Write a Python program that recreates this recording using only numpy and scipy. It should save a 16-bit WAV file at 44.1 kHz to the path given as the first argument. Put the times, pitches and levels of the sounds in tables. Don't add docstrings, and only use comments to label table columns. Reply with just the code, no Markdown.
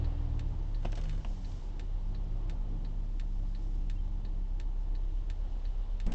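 import sys
import numpy as np
from scipy import signal
from scipy.fft import rfft, irfft
from scipy.io import wavfile

SR = 44100
rng = np.random.default_rng(int(sys.argv[2]) if len(sys.argv) > 2 else 0)


def unload_audio(sound):
    columns = np.transpose(np.atleast_2d(sound))
    steps = np.round(np.clip(columns, -1, 1) * 32767)
    wavfile.write(sys.argv[1], SR, steps.astype(np.int16))


N = 270980
T = np.arange(N) / SR

# (multiple of the firing rate, relative level [dB])
IDLE_ORDERS = [(.5, -20), (1, 0), (2, -18), (3, -27), (4, -34)]
# (time [s], half width [s], depth [dB])
IDLE_DIPS = [(1.23, 0.023, 16), (1.39, 0.038, 10.5), (1.65, 0.21, 4)]
# (time [s], level [dB])
THROB_LEVEL = [(0, -46), (1.4, -49), (3, -55), (4.6, -50), (5.4, -43.5), (6.14, -43.5)]
# (frequency [Hz], weight closing [dB], weight opening [dB], t60 [s])
RELAY_MODES = [(1290, -8.5, -29.5, 0.18), (1782, 1.5, -9, 0.086), (1930, -17, -13, 0.065),
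               (2430, -23, -26.5, 0.029), (2560, 3, -10, 0.044), (2920, -3.5, -8.5, 0.026),
               (3670, -1.5, -12.5, 0.09), (3860, -4.5, -12.5, 0.048), (4034, -5, -2, 0.068),
               (4400, -4, -4, 0.1), (4530, -23, -7, 0.056), (4900, -7.5, -12.5, 0.054)]
# (frequency [Hz], relative level [dB])
TICK_CLICK = [(700, -29.5), (1300, 2.5), (1900, 3.5), (2800, 1.5), (4200, 0), (5500, -3.5), (7400, -5.5),
              (8600, -15)]
TOCK_CLICK = [(700, -21), (1500, -7), (3300, -9), (3900, 3.5), (4500, -2), (5000, -12.5), (6500, -21),
              (8500, -26)]
# (time [s], distance [m], rumble [dB], roar [dB], swish [dB], glass hiss [dB], spray [dB])
PASSES = [(-.1, 6.5, -42, -56, -66.5, -75, -77.5), (1.498, 4.4, -50.5, -68.5, -72, -74.5, -68),
          (2.43, 4.3, -44.5, -60, -75.5, -78, -83), (3.7, 5.1, -58, -74, -79, -79.5, -74.5),
          (5.7, 6.8, -55, -63, -74, -73.5, -79)]
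# (frequency [Hz], relative level [dB])
RUMBLE = [(8, 0.5), (22, 6), (42, -2.5), (60, -5), (85, -0.5), (130, -7.5), (200, -16), (260, -14),
          (340, -14.5), (450, -24.5), (700, -34), (1500, -72.5)]
ROAR = [(200, -19), (400, 2), (520, 1), (690, 0.5), (770, -1), (870, -2.5), (1050, -5), (1300, -10.5),
        (2000, -29), (4000, -55)]
SWISH = [(700, -25), (1300, -1), (1750, 1.5), (2100, 0.5), (2550, -2.5), (2950, 0), (3400, -3),
         (4000, -4.5), (5000, -9.5), (8000, -36)]
SPRAY = [(1500, -20), (3000, -7.5), (4200, -2.5), (5200, 1.5), (6300, -0.5), (7400, -4), (8500, -14)]
TREAD = [(400, -34), (720, -3), (860, 5.5), (980, -4.5), (1150, -10), (1800, -36.5)]
GLASS_HISS = [(1800, -33.5), (2600, -6.5), (2950, 1.5), (3400, -3.5), (3900, -4.5), (5500, -27)]
# (time [s], firing rate [Hz], level outside [dB])
PULLING_ENGINE = [(0.0, 55.3, -35), (0.07, 57.46, -41), (0.31, 56.73, -36.5), (0.65, 52.47, -44),
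                  (1.25, 51.3, -50), (1.49, 44.18, -43.5), (1.73, 41.37, -51.5), (1.85, 42.82, -46.5),
                  (2.1, 50.0, -46.5), (2.41, 51.84, -47.5), (4.21, 49.79, -50.5), (4.58, 46.23, -50.5),
                  (4.96, 44.96, -51.5), (5.08, 42.77, -50.5), (5.23, 44.23, -52.5), (5.3, 42.08, -49),
                  (5.68, 42.66, -52.5), (6.14, 40.3, -51)]
# (frequency [Hz], gain [dB])
BODY_GAIN = [(42, -8.5), (57, -8), (82, -2.5), (112, -1), (126, -12), (141, -13.5), (154, -7.5),
             (170, -19.5), (186, -8), (202, -6.5), (220, -26.5), (250, -22), (284, -15), (308, -15.5),
             (345, -28)]
# (time [s], firing rate [Hz], fundamental [dB], octave [dB])
FAR_ENGINE = [(0, 74, -35, -62), (.45, 74.5, -41, -52.5), (.8, 76, -51, -61), (1.1, 77, -53, -49),
              (1.6, 79, -55.5, -66.5), (6.14, 76.5, -54.5, -73.5)]
# (time [s], gain [dB], hollow low modes against the high ones [dB])
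KNOCKS = [(0.8497, -39, 4), (0.8533, -28.5, 5), (.862, -59, 2), (.929, -38, -6), (.975, -38.5, 7.5),
          (1.056, -45, -24), (1.248, -35, 7), (6.119, -46, -6), (6.124, -38, -14)]
# (frequency [Hz], weight [dB], t60 [s])
TRIM_MODES = [(228, -3.5, .14), (510, -4, 0.018), (675, 2.5, 0.043), (900, -4.5, 0.038), (1120, -26.5, .05),
              (1566, -6, 0.045), (2060, -10.5, .03), (2620, 4, 0.015), (2930, 1, 0.022), (3770, -21, 0.048)]
# (time [s], gain [dB])
CRACKLES = [(0.9203, -47), (0.9543, -42.5), (0.9742, -47), (1.013, -48.5), (1.037, -47.5), (1.5165, -53),
            (6.0653, -46), (6.1206, -41.5), (6.1374, -45.5)]
# (start [s], length [s], starting gain [dB])
RUBS = [(.81, .07, -57), (.96, .22, -52), (1.5, .12, -78)]
# (frequency [Hz], relative level [dB])
TRIM_CLICK = [(200, 10), (700, 13.5), (1500, -4.5), (3000, -1.5), (4000, -13.5), (6000, -14), (8500, -32)]
CRACKLE_CLICK = [(500, -22.5), (1500, 2.5), (3000, 7), (4200, 4), (5600, 4.5), (7500, -2.5), (8600, -5.5)]
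SLIP = [(150, 12), (450, 7), (900, -3), (1550, 4), (2200, -3), (3000, -3), (4500, -9.5), (8000, -18.5)]
WIPER_THUD = [(10, 18.5), (28, -1), (60, -9), (125, -6), (170, -2.5), (230, -4), (380, -19), (700, -20),
              (1100, -30), (2000, -35.5), (4000, -55)]
# (start [s], length [s], pitch [Hz], level [dB])
SQUEAKS = [(3.955, .025, 2750, -68), (3.972, .045, 3120, -70)]


def idle(firing_hz=33.4, sag_hz_per_s=.1, level_db=-33, fan_hz=318.5, fan_db=-72, throb_hz=40.8):
    dips_db = sum(depth_db * bell(s, half_width) for s, half_width, depth_db in IDLE_DIPS)
    cycles = np.cumsum(firing_hz - sag_hz_per_s * T) / SR
    boom = np.zeros(N)
    for order, db in IDLE_ORDERS:
        waver_db = (.85 if order == 1 else 2) * drift(8.6)
        boom += amp(db + waver_db) * tone(order * cycles)
    fan_gain = amp(fan_db + 3.4 * drift(2.3))
    fan = fan_gain * np.sin(2 * np.pi * np.cumsum(fan_hz + 1.5 * drift(4)) / SR)
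    throb = amp(curves(THROB_LEVEL)[0]) * tone(throb_hz * T)
    return np.sqrt(2) * (amp(level_db - dips_db) * boom + fan + throb)


def turn_signal(blink_s=.70087, first_tick_s=.3935, first_tock_s=.044, tick_db=-45.5, tock_db=-55):
    hz, shut_db, open_db, t60 = np.transpose(RELAY_MODES)
    tick = amp(-9) * ring(hz, shut_db, t60) + amp(-4) * snap(TICK_CLICK, crack_db=.5, t60=.034)
    tock = amp(-2) * ring(hz, open_db, t60) + amp(-2) * snap(TOCK_CLICK, crack_db=2, t60=.066)
    tick = echoes(tick, [(.0145, -13)])
    tock = echoes(tock, [(.0035, -14), (.0135, -14)])
    out = np.zeros(N)
    for first_s, db, sound, spectrum in ((first_tick_s, tick_db, tick, TICK_CLICK),
                                         (first_tock_s, tock_db, tock, TOCK_CLICK)):
        for s in np.arange(first_s, N / SR, blink_s):
            variation = .26 * burst(spectrum, t60=.085, rise=.0023)
            add(out, s, amp(db) * (sound + variation))
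    return out


def tyres(spray_shadow=2.7):
    _, _, rumble_db, roar_db, swish_db, glass_db, spray_db = np.transpose(PASSES)
    rumble = going_by(rumble_db, wash_db=-50.5) * noise(RUMBLE, flutter_db=2.5, flutter_hz=4.9)
    roar = going_by(roar_db, wash_db=-66) * noise(ROAR, flutter_db=1.04, flutter_hz=22)
    swish = going_by(swish_db, wash_db=-73.5) * noise(SWISH, flutter_db=-.3, flutter_hz=50)
    spray_gain = going_by(spray_db, wash_db=-78.5, shadow=spray_shadow)
    spray = spray_gain * noise(SPRAY, flutter_db=1, flutter_hz=80)
    ahead = going_by(roar_db - 7.5, wash_db=-71, lead_s=.85)
    alongside = going_by(roar_db - 12.5, wash_db=-np.inf)
    tread = np.hypot(ahead, alongside) * noise(TREAD, flutter_db=1.5, flutter_hz=7.6)
    hiss = going_by(glass_db, wash_db=-81.5) * noise(GLASS_HISS, flutter_db=1, flutter_hz=40)
    return rumble + roar + swish + spray + tread + hiss


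def going_by(peaks_db, wash_db, lead_s=0, shadow=1, speed_m_per_s=15.4):
    power = amp(wash_db) ** 2
    for (s, distance_m, *_), db in zip(PASSES, peaks_db):
        along_m = speed_m_per_s * (T - s + lead_s)
        along_m = np.where(along_m > 0, shadow * along_m, along_m)
        power = power + amp(db) ** 2 / (1 + (along_m / distance_m) ** 2)
    return np.sqrt(power)


def engines(hum_s=2.92, hum_hz=238.5, hum_sag_hz_per_s=42, hum_db=-60.5):
    hz, outside_db = curves(PULLING_ENGINE)
    body_hz, body_db = np.transpose(BODY_GAIN)
    inside_db = [outside_db + np.interp(np.log(k * hz), np.log(body_hz), body_db) for k in range(1, 7)]
    pulling = drone(hz, inside_db, jitter=.0035, waver_db=1.5)
    hz, fundamental_db, octave_db = curves(FAR_ENGINE)
    steady = drone(hz, [fundamental_db, octave_db], jitter=.0036, waver_db=2.2)
    hum = drone(hum_hz - hum_sag_hz_per_s * (T - hum_s), [hum_db], jitter=.0034, waver_db=.1)
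    return pulling + steady + bell(hum_s, half_width=.45) * hum


def drone(hz, levels_db, jitter, waver_db):
    cycles = np.cumsum(hz * (1 + jitter * drift(11))) / SR
    partials = [amp(db + waver_db * drift(3.6)) * tone(k * cycles) for k, db in enumerate(levels_db, 1)]
    return np.sqrt(2) * sum(partials)


def handling(hollow_below_hz=1200):
    out = np.zeros(N)
    hz, mode_db, t60 = np.transpose(TRIM_MODES)
    for s, db, hollow_db in KNOCKS:
        body = amp(-6) * ring(hz, mode_db + hollow_db * (hz < hollow_below_hz), t60)
        click = amp(-12) * snap(TRIM_CLICK, crack_db=12, t60=.12)
        add(out, s, amp(db) * (body + click))
    for s, db in CRACKLES:
        add(out, s, amp(db - 5) * snap(CRACKLE_CLICK, crack_db=1.5, t60=.052))
    return out


def wipers(turn_s=6.065, gain_db=-26.5):
    out = np.zeros(N)
    add(out, turn_s, amp(gain_db) * burst(WIPER_THUD, t60=.64, rise=.0011))
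    return out


def rustle(slips_per_s=500, spread_db=3, attack_s=.023, sag_db_per_s=23, release_s=.03):
    sizes = amp(spread_db * np.minimum(rng.exponential(1, N), 4)) * rng.choice([-1, 1], N)
    slips = sizes * (rng.random(N) < slips_per_s / SR)
    pressure = np.zeros(N)
    for start, length, db in RUBS:
        t = np.maximum(T - start, 0)
        attack = np.minimum(t / attack_s, 1)
        release = np.exp(-np.maximum(t - length, 0) / release_s)
        pressure += attack * amp(db - sag_db_per_s * t) * release
    friction = signal.oaconvolve(slips, burst(SLIP, t60=.032, rise=.00043))[:N]
    return pressure * unit(friction)


def squeak():
    out = np.zeros(N)
    for s, length, hz, db in SQUEAKS:
        t = np.arange(0, length, 1 / SR)
        swell = np.sin(np.pi * t / length)
        add(out, s, np.sqrt(2) * amp(db) * swell * np.sin(2 * np.pi * hz * t))
    return out


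def snap(spectrum, crack_db, t60):
    crack = amp(crack_db) * burst(spectrum, t60=.012, rise=.0003)
    return crack + burst(spectrum, t60=t60, rise=.0002)


def burst(spectrum, t60, rise, size=6000):
    t = T[:size]
    cloud = irfft(np.exp(2j * np.pi * rng.random(size // 2 + 1)), size)
    envelope = np.exp(-np.log(1000) * t / t60) * (1 - np.exp(-t / rise))
    return unit(colour(cloud, spectrum)) * envelope


def ring(hz, db, t60, size=6000):
    t = T[:size, None]
    envelopes = amp(db) * np.exp(-np.log(1000) * t / t60)
    modes = envelopes * np.sin(2 * np.pi * (hz * t + rng.random(len(hz))))
    return modes.sum(1) / np.sqrt(np.sum(amp(db) ** 2) / 2)


def echoes(x, taps):
    out = x.copy()
    for s, db in taps:
        add(out, s, amp(db) * x)
    return out


def noise(spectrum, flutter_db, flutter_hz):
    return unit(colour(rng.standard_normal(N), spectrum) * amp(flutter_db * drift(flutter_hz)))


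def colour(x, spectrum):
    hz, db = np.transpose(spectrum)
    f = np.fft.rfftfreq(len(x), 1 / SR)
    return irfft(rfft(x) * amp(np.interp(np.log(f + 1), np.log(hz), db)), len(x))


def drift(rate_hz):
    f = np.fft.rfftfreq(N, 1 / SR)
    return unit(irfft(rfft(rng.standard_normal(N)) / (1 + (f / rate_hz) ** 2) ** 2, N))


def tone(cycles):
    return np.sin(2 * np.pi * (cycles + rng.random()))


def bell(s, half_width):
    return np.exp(-((T - s) / half_width) ** 2)


def curves(rows):
    s, *columns = np.transpose(rows)
    return [np.interp(T, s, c) for c in columns]


def add(mix, s, sound):
    part = mix[max(round(s * SR), 0):][:len(sound)]
    part += sound[:len(part)]


def amp(db):
    return 10 ** (np.asarray(db) / 20)


def unit(x):
    return x / np.sqrt(np.mean(x ** 2) + 1e-20)


def scene():
    bed = idle() + engines() + tyres()
    return (bed + turn_signal() + handling() + rustle() + squeak() + wipers())[None]


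def record(dry):
    cutoff_hz = 8350
    lowpass = signal.firwin(201, cutoff_hz, window=("kaiser", 8), fs=SR)
    return signal.oaconvolve(dry, lowpass[None], "same")


dry = scene()
out = record(dry)
unload_audio(out)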